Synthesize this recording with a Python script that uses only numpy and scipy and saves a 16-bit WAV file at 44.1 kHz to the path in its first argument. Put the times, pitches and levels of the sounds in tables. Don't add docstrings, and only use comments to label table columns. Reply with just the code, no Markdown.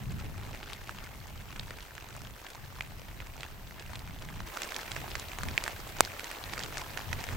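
import sys
import numpy as np
from scipy import signal
from scipy.io import wavfile

SR = 44100
rng = np.random.default_rng(int(sys.argv[2]) if len(sys.argv) > 2 else 0)


def generate_wav(sig):
    pcm = np.round(np.clip(np.atleast_2d(sig).T, -1, 1) * 32767).astype(np.int16)
    wavfile.write(sys.argv[1], SR, pcm)


N = 324576

# (time [s], pitch of the struck spot [Hz], ring level [dB], splash level [dB],
# left over right [dB])
NEAR_DROPS = [(0.253, 1730, -43, -57, 3), (0.4501, 1290, -44, -65, 2), (0.5474, 1620, -36.5, -61, 1),
              (0.6301, 1760, -36.5, -55, 1), (0.6995, 2550, -38, -59, -1), (0.7327, 3350, -34.5, -41, 7),
              (0.8937, 1430, -32.5, -42, -5), (0.9869, 2630, -38.5, -65, 7), (1.5616, 2360, -38.5, -44, -6),
              (1.596, 3900, -29, -49, -6), (1.7076, 1700, -34.5, -46, -2), (1.8062, 4070, -41.5, -62, 0),
              (1.98, 2180, -37.5, -52, -3), (2.4664, 2750, -38, -47, -2), (2.5026, 4215, -41, -41, 0),
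              (2.8083, 2300, -24, -44, -1), (3.203, 2260, -33.5, -50, -5), (3.4075, 4070, -37.5, -43, -5),
              (3.4322, 2430, -29.5, -46, -2), (3.7968, 3102, -41, -44.5, -3), (3.9335, 1440, -38, -47, 12),
              (3.9559, 3860, -35, -43, -1), (3.9925, 4410, -40, -43, -3), (4.223, 2642, -42, -45, -1),
              (4.2877, 1964, -36, -60, -2), (4.4045, 1320, -34.5, -47, -4), (4.5717, 1300, -32, -34, -6),
              (4.6192, 1660, -31, -29.5, -9), (4.633, 2620, -35, -30.5, -4), (4.7206, 1600, -33, -41, -7),
              (4.7447, 3510, -33, -41, -7), (4.764, 2230, -28.5, -27, -6), (4.918, 3480, -32, -36, -6),
              (4.9642, 1780, -28, -41, -9), (5.1536, 1790, -27.5, -33, -7), (5.197, 3050, -42, -31.5, -1),
              (5.3867, 1360, -34, -34.5, -2), (5.4338, 1400, -26, -33, 9), (5.486, 2200, -30.5, -40.5, -6),
              (5.578, 2350, -15.5, -32, -2), (5.639, 4500, -31.5, -29.5, -4), (5.6634, 1350, -33, -46, -10),
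              (5.679, 1340, -27, -34, -4), (6.0501, 4380, -33.5, -37, -5), (6.1952, 2390, -30, -39, -8),
              (6.2433, 4490, -51, -31.5, -4), (6.3136, 1870, -35, -37, -7), (6.4394, 4110, -32, -46, 1),
              (6.536, 2001, -30.5, -36, -10), (6.5781, 1608, -29, -39, -2),
              (6.5929, 4490, -32.5, -36.5, -7), (6.6359, 3880, -32.5, -34, -6), (6.7717, 1610, -28, -36, 5),
              (6.7812, 2900, -53, -30.5, 1), (6.9743, 1662, -25, -35, -6), (7.1296, 1927, -24, -32, -8.5),
              (7.24, 2210, -32, -36, 13), (7.2887, 1986, -31, -43, -3.5)]
THUD_FOLLOWS = 0.59


def near_drops():
    typical_ring_db, thud_below_ring_db = -37.5, -4.5
    thud_pitch_hz, thud_db_per_octave = 1800, -6.5
    s, hz, ring_db, splash_db, pan_db = np.transpose(NEAR_DROPS)
    thud_db = typical_ring_db + thud_below_ring_db + THUD_FOLLOWS * (ring_db - typical_ring_db)
    thud_db = thud_db + thud_db_per_octave * np.log2(hz / thud_pitch_hz)
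    rows = np.column_stack([s, hz, thud_db, ring_db, splash_db, pan_db])
    return impacts(rows, ring_cycles=0.3, springy_per_db=0.83, thud_hz=964, splash_hz=5010,
                   splash_width_hz=2470, splash_s=0.00028, bounce_db=-6)


def droplets(flight_s, softer_db, count=3):
    s, hz, ring_db, splash_db, pan_db = np.repeat(NEAR_DROPS, count, axis=0).T
    delay, smallness = rng.exponential(1, (len(s), 2)).T
    landing_s = s + flight_s * (0.284 + delay)
    pitch_hz = np.minimum(hz * from_db(2 * smallness), 5000)
    level_db = np.minimum(splash_db, ring_db) + softer_db - 2 * smallness
    rows = np.column_stack([landing_s, pitch_hz, level_db, level_db - 5, level_db, pan_db / 2])
    return impacts(rows, ring_cycles=0.74, springy_per_db=4.0, thud_hz=1040, splash_hz=5670,
                   splash_width_hz=2300, splash_s=0.00026, bounce_db=-30)


def patter(per_s, ring_breadth, clump_db, pitch_hz, pitch_spread, thud_db, splash_db, variety_db, pan_spread_db):
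    inner_edge_db = -41.5
    close_radii = 2.2
    time = np.arange(N) / SR
    drops_per_s = per_s * from_db(2 * shower(time) + clump_db * drift(25))
    s = time[rng.random(N) < drops_per_s / SR]
    distance = np.sqrt(1 + rng.random(len(s)) * ring_breadth ** 2)
    pitch, weight, wetness, side = np.clip(rng.standard_normal((len(s), 4)).T, -1.8, 1.8)
    loss_db = -20 * np.log10(distance)
    ring_db = inner_edge_db + loss_db
    rows = np.column_stack([
        s,
        pitch_hz * np.exp(pitch_spread * pitch),
        inner_edge_db + thud_db + THUD_FOLLOWS * loss_db + variety_db * weight,
        ring_db,
        ring_db + splash_db + variety_db * wetness,
        pan_spread_db * side - 0.5])
    close = distance <= max(close_radii, distance.min())
    ticks = impacts(rows[close], ring_cycles=0.52, springy_per_db=1.1, thud_hz=717, splash_hz=5580,
                    splash_width_hz=1800, splash_s=0.00035, bounce_db=-8.5)
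    far = impacts(rows[~close], ring_cycles=1.0, springy_per_db=0.5, thud_hz=714, splash_hz=5430,
                  splash_width_hz=1750, splash_s=0.00039, bounce_db=-5.5)
    return np.array([ticks, far])


def shower(time):
    # (time [s], level [dB])
    trend = [(0, 2), (1.1, 0), (4.4, -.5), (7.36, .5)]
    flurry_s, flurry_db, lull_db = 0.065, 3, -1.53
    grid = time[::200]
    crowd = np.exp(-((grid - np.array(NEAR_DROPS)[:, :1]) / flurry_s) ** 2).sum(axis=0)
    return in_time(trend, time) + lull_db + flurry_db * np.interp(time, grid, np.sqrt(crowd))


def impacts(rows, ring_cycles, springy_per_db, thud_hz, splash_hz, splash_width_hz, splash_s, bounce_db,
            size=300):
    s, hz, thud_db, ring_db, splash_db, pan_db = np.transpose(rows)[:, :, None]
    heft, fineness, *paths = np.clip(rng.standard_normal((len(s), 4)), -2, 2).T[:, :, None]
    age = np.arange(size) / SR

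    low_hz = thud_hz * from_db(3.35 * heft)
    thud = np.sin(2 * np.pi * low_hz * age) * np.exp(-(0.99 * low_hz * age) ** 2) * np.sqrt(age)

    cycles = ring_cycles * from_db(springy_per_db * np.clip(ring_db - thud_db, 0, 20))
    ring = np.sin(2 * np.pi * hz * age) * np.exp(-hz * age / cycles) * (1 - np.exp(-hz * age / 0.05))
    ring = band(ring, 1100, 7800, order=1)

    spray = band(rng.standard_normal((len(s), size)) * np.exp(-age / splash_s), 37, splash_width_hz)
    splash = spray * np.cos(2 * np.pi * splash_hz * from_db(1.3 * fineness) * age)

    sound = 0
    for part, level_db in ((thud, thud_db), (ring, ring_db), (splash, splash_db)):
        rms = np.sqrt(np.sum(part ** 2, axis=1, keepdims=True) * 1000 / SR)
        sound = sound + from_db(level_db) * part / rms

    at = (np.abs(s) * SR).astype(int) + np.arange(size)
    out = []
    for gain, path in zip(panned(pan_db), paths):
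        lag = (0.001113 * from_db(4 * path) * SR).astype(int)
        samples = (sound * gain).ravel()
        direct = np.bincount(at.ravel(), samples, N)[:N]
        bounce = np.bincount((at + lag).ravel(), samples, N)[:N]
        out.append(direct + from_db(bounce_db) * bounce)
    return np.array(out)


def housing_drop(thump_lag_s, shell_lag_s):
    # (thump pitch [Hz], thump level [dB], rattle level [dB], left over right [dB])
    hit = (1000, 0, -7, -8.5)
    # (pitch [Hz], relative level [dB], time to fall 60 dB [s])
    modes = [(2412, -8.5, 0.0075), (3683, -6, 0.0047), (4400, -1.5, 0.0058), (6260, 11, 0.0011),
             (7480, 6.5, 0.0044), (8600, 1.5, 0.005), (9640, -11, 0.0082), (12000, -11, 0.0052)]
    hit_s = 6.0068
    hz, thump_db, rattle_db, pan_db = hit
    since = np.arange(N) / SR - hit_s
    swing = 2 * np.pi * hz * (since - [[thump_lag_s], [0]]) - np.pi
    thump = -swing * np.exp((1 - swing ** 2) / 2)
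    age = np.maximum(since - [[shell_lag_s], [0]], 0)
    rattle = 0
    for k, (mode_hz, mode_db, t60_s) in enumerate(modes):
        envelope = from_db(mode_db - 60 * np.minimum(age / t60_s, 2))
        rattle = rattle + envelope * np.sin(2 * np.pi * mode_hz * age) * (-1) ** k
    thump = from_db(thump_db) * thump * panned(pan_db)[:, None]
    return thump + from_db(rattle_db) * rattle * panned(pan_db / 2)[:, None]


def scatter(x, near_db, near_s, far_db, far_s, count=6, size=6000):
    age, out = np.arange(size) / SR, 0
    pattern = np.repeat(rng.integers(0, count, N // 220 + 1), 220)[:N]
    for k in range(count):
        echo = 0
        for level_db, decay_s in ((near_db, near_s), (far_db, far_s)):
            tail = band(rng.standard_normal((2, size)), 510, 4300, order=1)
            tail = tail * np.exp(-age / decay_s) * (1 - np.exp(-age / 0.0014))
            echo = echo + from_db(level_db) * rms_one(tail) / np.sqrt(size)
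        part = x.mean(axis=0) * (pattern == k)
        out = out + signal.oaconvolve([part], echo, axes=1)[:, :N]
    return out


def housing_glint(drops):
    return from_db(6.5) * band(drops.mean(axis=0), 11300, 11600)


def distant_wash():
    # (frequency [Hz], relative level per Hz [dB])
    colour = [(150, -13.5), (300, -1), (500, -0.5), (850, 0.5), (1400, -2), (2200, -2), (4000, -8),
              (7000, -12.5), (10000, -11), (15000, -93.5)]
    wash = banded_noise(colour, patchy_db=1.5, flicker_rate=25, edges=np.geomspace(140, 17000, 15))
    return wash * from_db(-54 + 0.033 * shower(np.arange(N) / SR))


def thin_hiss():
    return from_db(-64) * rms_one(band(rng.standard_normal(N), 11780, 15800, order=8))


def wind(calm_db, deep_db, deep_share, buffet_db, buffet_share):
    # (time [s], level [dB])
    gusts = [(0.0, -38.5), (0.12, -34), (0.52, -41), (0.64, -49), (1.48, -46.5), (1.6, -40.5),
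             (1.88, -56.5), (2.28, -44.5), (2.48, -64.5), (2.6, -47.5), (3.24, -44.5), (3.4, -50),
             (4.44, -40.5), (4.52, -60.5), (4.8, -57.5), (5.0, -39), (5.32, -52), (5.48, -33.5),
             (5.64, -51), (6.0, -43), (6.12, -54), (6.4, -62), (6.48, -44.5), (7.0, -47.5), (7.16, -32.5),
             (7.24, -48), (7.36, -27.5)]
    # (frequency [Hz], relative level per Hz [dB])
    colour = [(20, 2), (40, 3.5), (65, -2), (102, -0.5), (150, -7.5), (214, -14.5), (320, -21.5),
              (500, -45)]
    gust_db = in_time(gusts, np.arange(N) / SR) - calm_db
    deep = banded_noise(colour, patchy_db=0.5, flicker_rate=6.2, edges=np.geomspace(18, 72, num=5))
    buffet = banded_noise(colour, patchy_db=2.5, flicker_rate=14.3, edges=np.geomspace(72, 576, num=7))
    deep = from_db(deep_db + deep_share * gust_db) * deep
    buffet = from_db(buffet_db + buffet_share * gust_db) * buffet
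    return from_db(calm_db) * (deep + buffet)


def banded_noise(spectrum, patchy_db, flicker_rate, edges):
    # (frequency [Hz], correlation [0-1])
    likeness = [(30, 1), (90, .4), (180, 0.42), (400, 0.68), (1400, 0.18), (7000, 0.27), (10000, 0.4),
                (13000, .95)]
    out, white = 0, rng.standard_normal((2, 2, N))
    for k, (low, high) in enumerate(zip(edges, edges[1:])):
        mid, side = band(white[k % 2], low, high)
        hz = np.sqrt(low * high)
        alike = np.clip(at_hz(likeness, hz), -1, 1)
        gain = from_db(at_hz(spectrum, hz) + patchy_db * drift(flicker_rate))
        stereo = np.sqrt(1 + alike) * mid + np.sqrt(1 - alike) * side * [[1], [-1]]
        out = out + gain * stereo
    return rms_one(out)


def drift(rate):
    r = np.exp(-80 * np.pi * rate / SR)
    slow = signal.lfilter([1], [1, -2 * r, r * r], rng.standard_normal(N // 40 + 2002))[2000:]
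    return np.interp(np.arange(N) / 40, np.arange(len(slow)), rms_one(slow))


def from_db(db):
    return 10 ** (np.asarray(db) / 20)


def rms_one(x):
    return x / np.sqrt(np.mean(x ** 2) + 1e-20)


def in_time(rows, s):
    return np.interp(s, *np.transpose(rows))


def at_hz(points, hz):
    f, value = np.transpose(points)
    return np.interp(np.log(hz), np.log(f), value)


def band(x, low_hz, high_hz, order=2):
    edges_hz = [low_hz, min(high_hz, .45 * SR)]
    return signal.sosfilt(signal.butter(order, edges_hz, "band", fs=SR, output="sos"), x)


def panned(pan_db):
    gains = from_db(np.array([pan_db, -pan_db]) / 2)
    return gains / gains.mean(axis=0)


def scene():
    cut_gain = from_db(6 * (np.arange(N) / SR > 4.461))
    near = near_drops() + droplets(flight_s=.004, softer_db=-10.0)
    ticks, far = cut_gain * patter(per_s=230, ring_breadth=5.2, clump_db=2, pitch_hz=1870, pitch_spread=0.46,
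                                   thud_db=-7.5, splash_db=-9.0, variety_db=5.0, pan_spread_db=4.5)
    near = near + ticks
    echoes = scatter(far + from_db(-9) * near, near_db=-10.5, near_s=0.0022, far_db=-24.0, far_s=0.028)
    rain = near + far + echoes + housing_glint(near + far) + cut_gain * distant_wash()
    rain = rain + housing_drop(thump_lag_s=.00009, shell_lag_s=.000009)
    rumble = wind(calm_db=-46.5, deep_db=-3.5, deep_share=0.46, buffet_db=-2.0, buffet_share=0.91)
    return rain + rumble + cut_gain * thin_hiss()


def record(dry):
    held = dry / (1 + (dry / .78) ** 6) ** (1 / 6)
    return signal.sosfilt(signal.ellip(10, .1, 80, 15900, fs=SR, output="sos"), held)


dry = scene()
out = record(dry)
generate_wav(out)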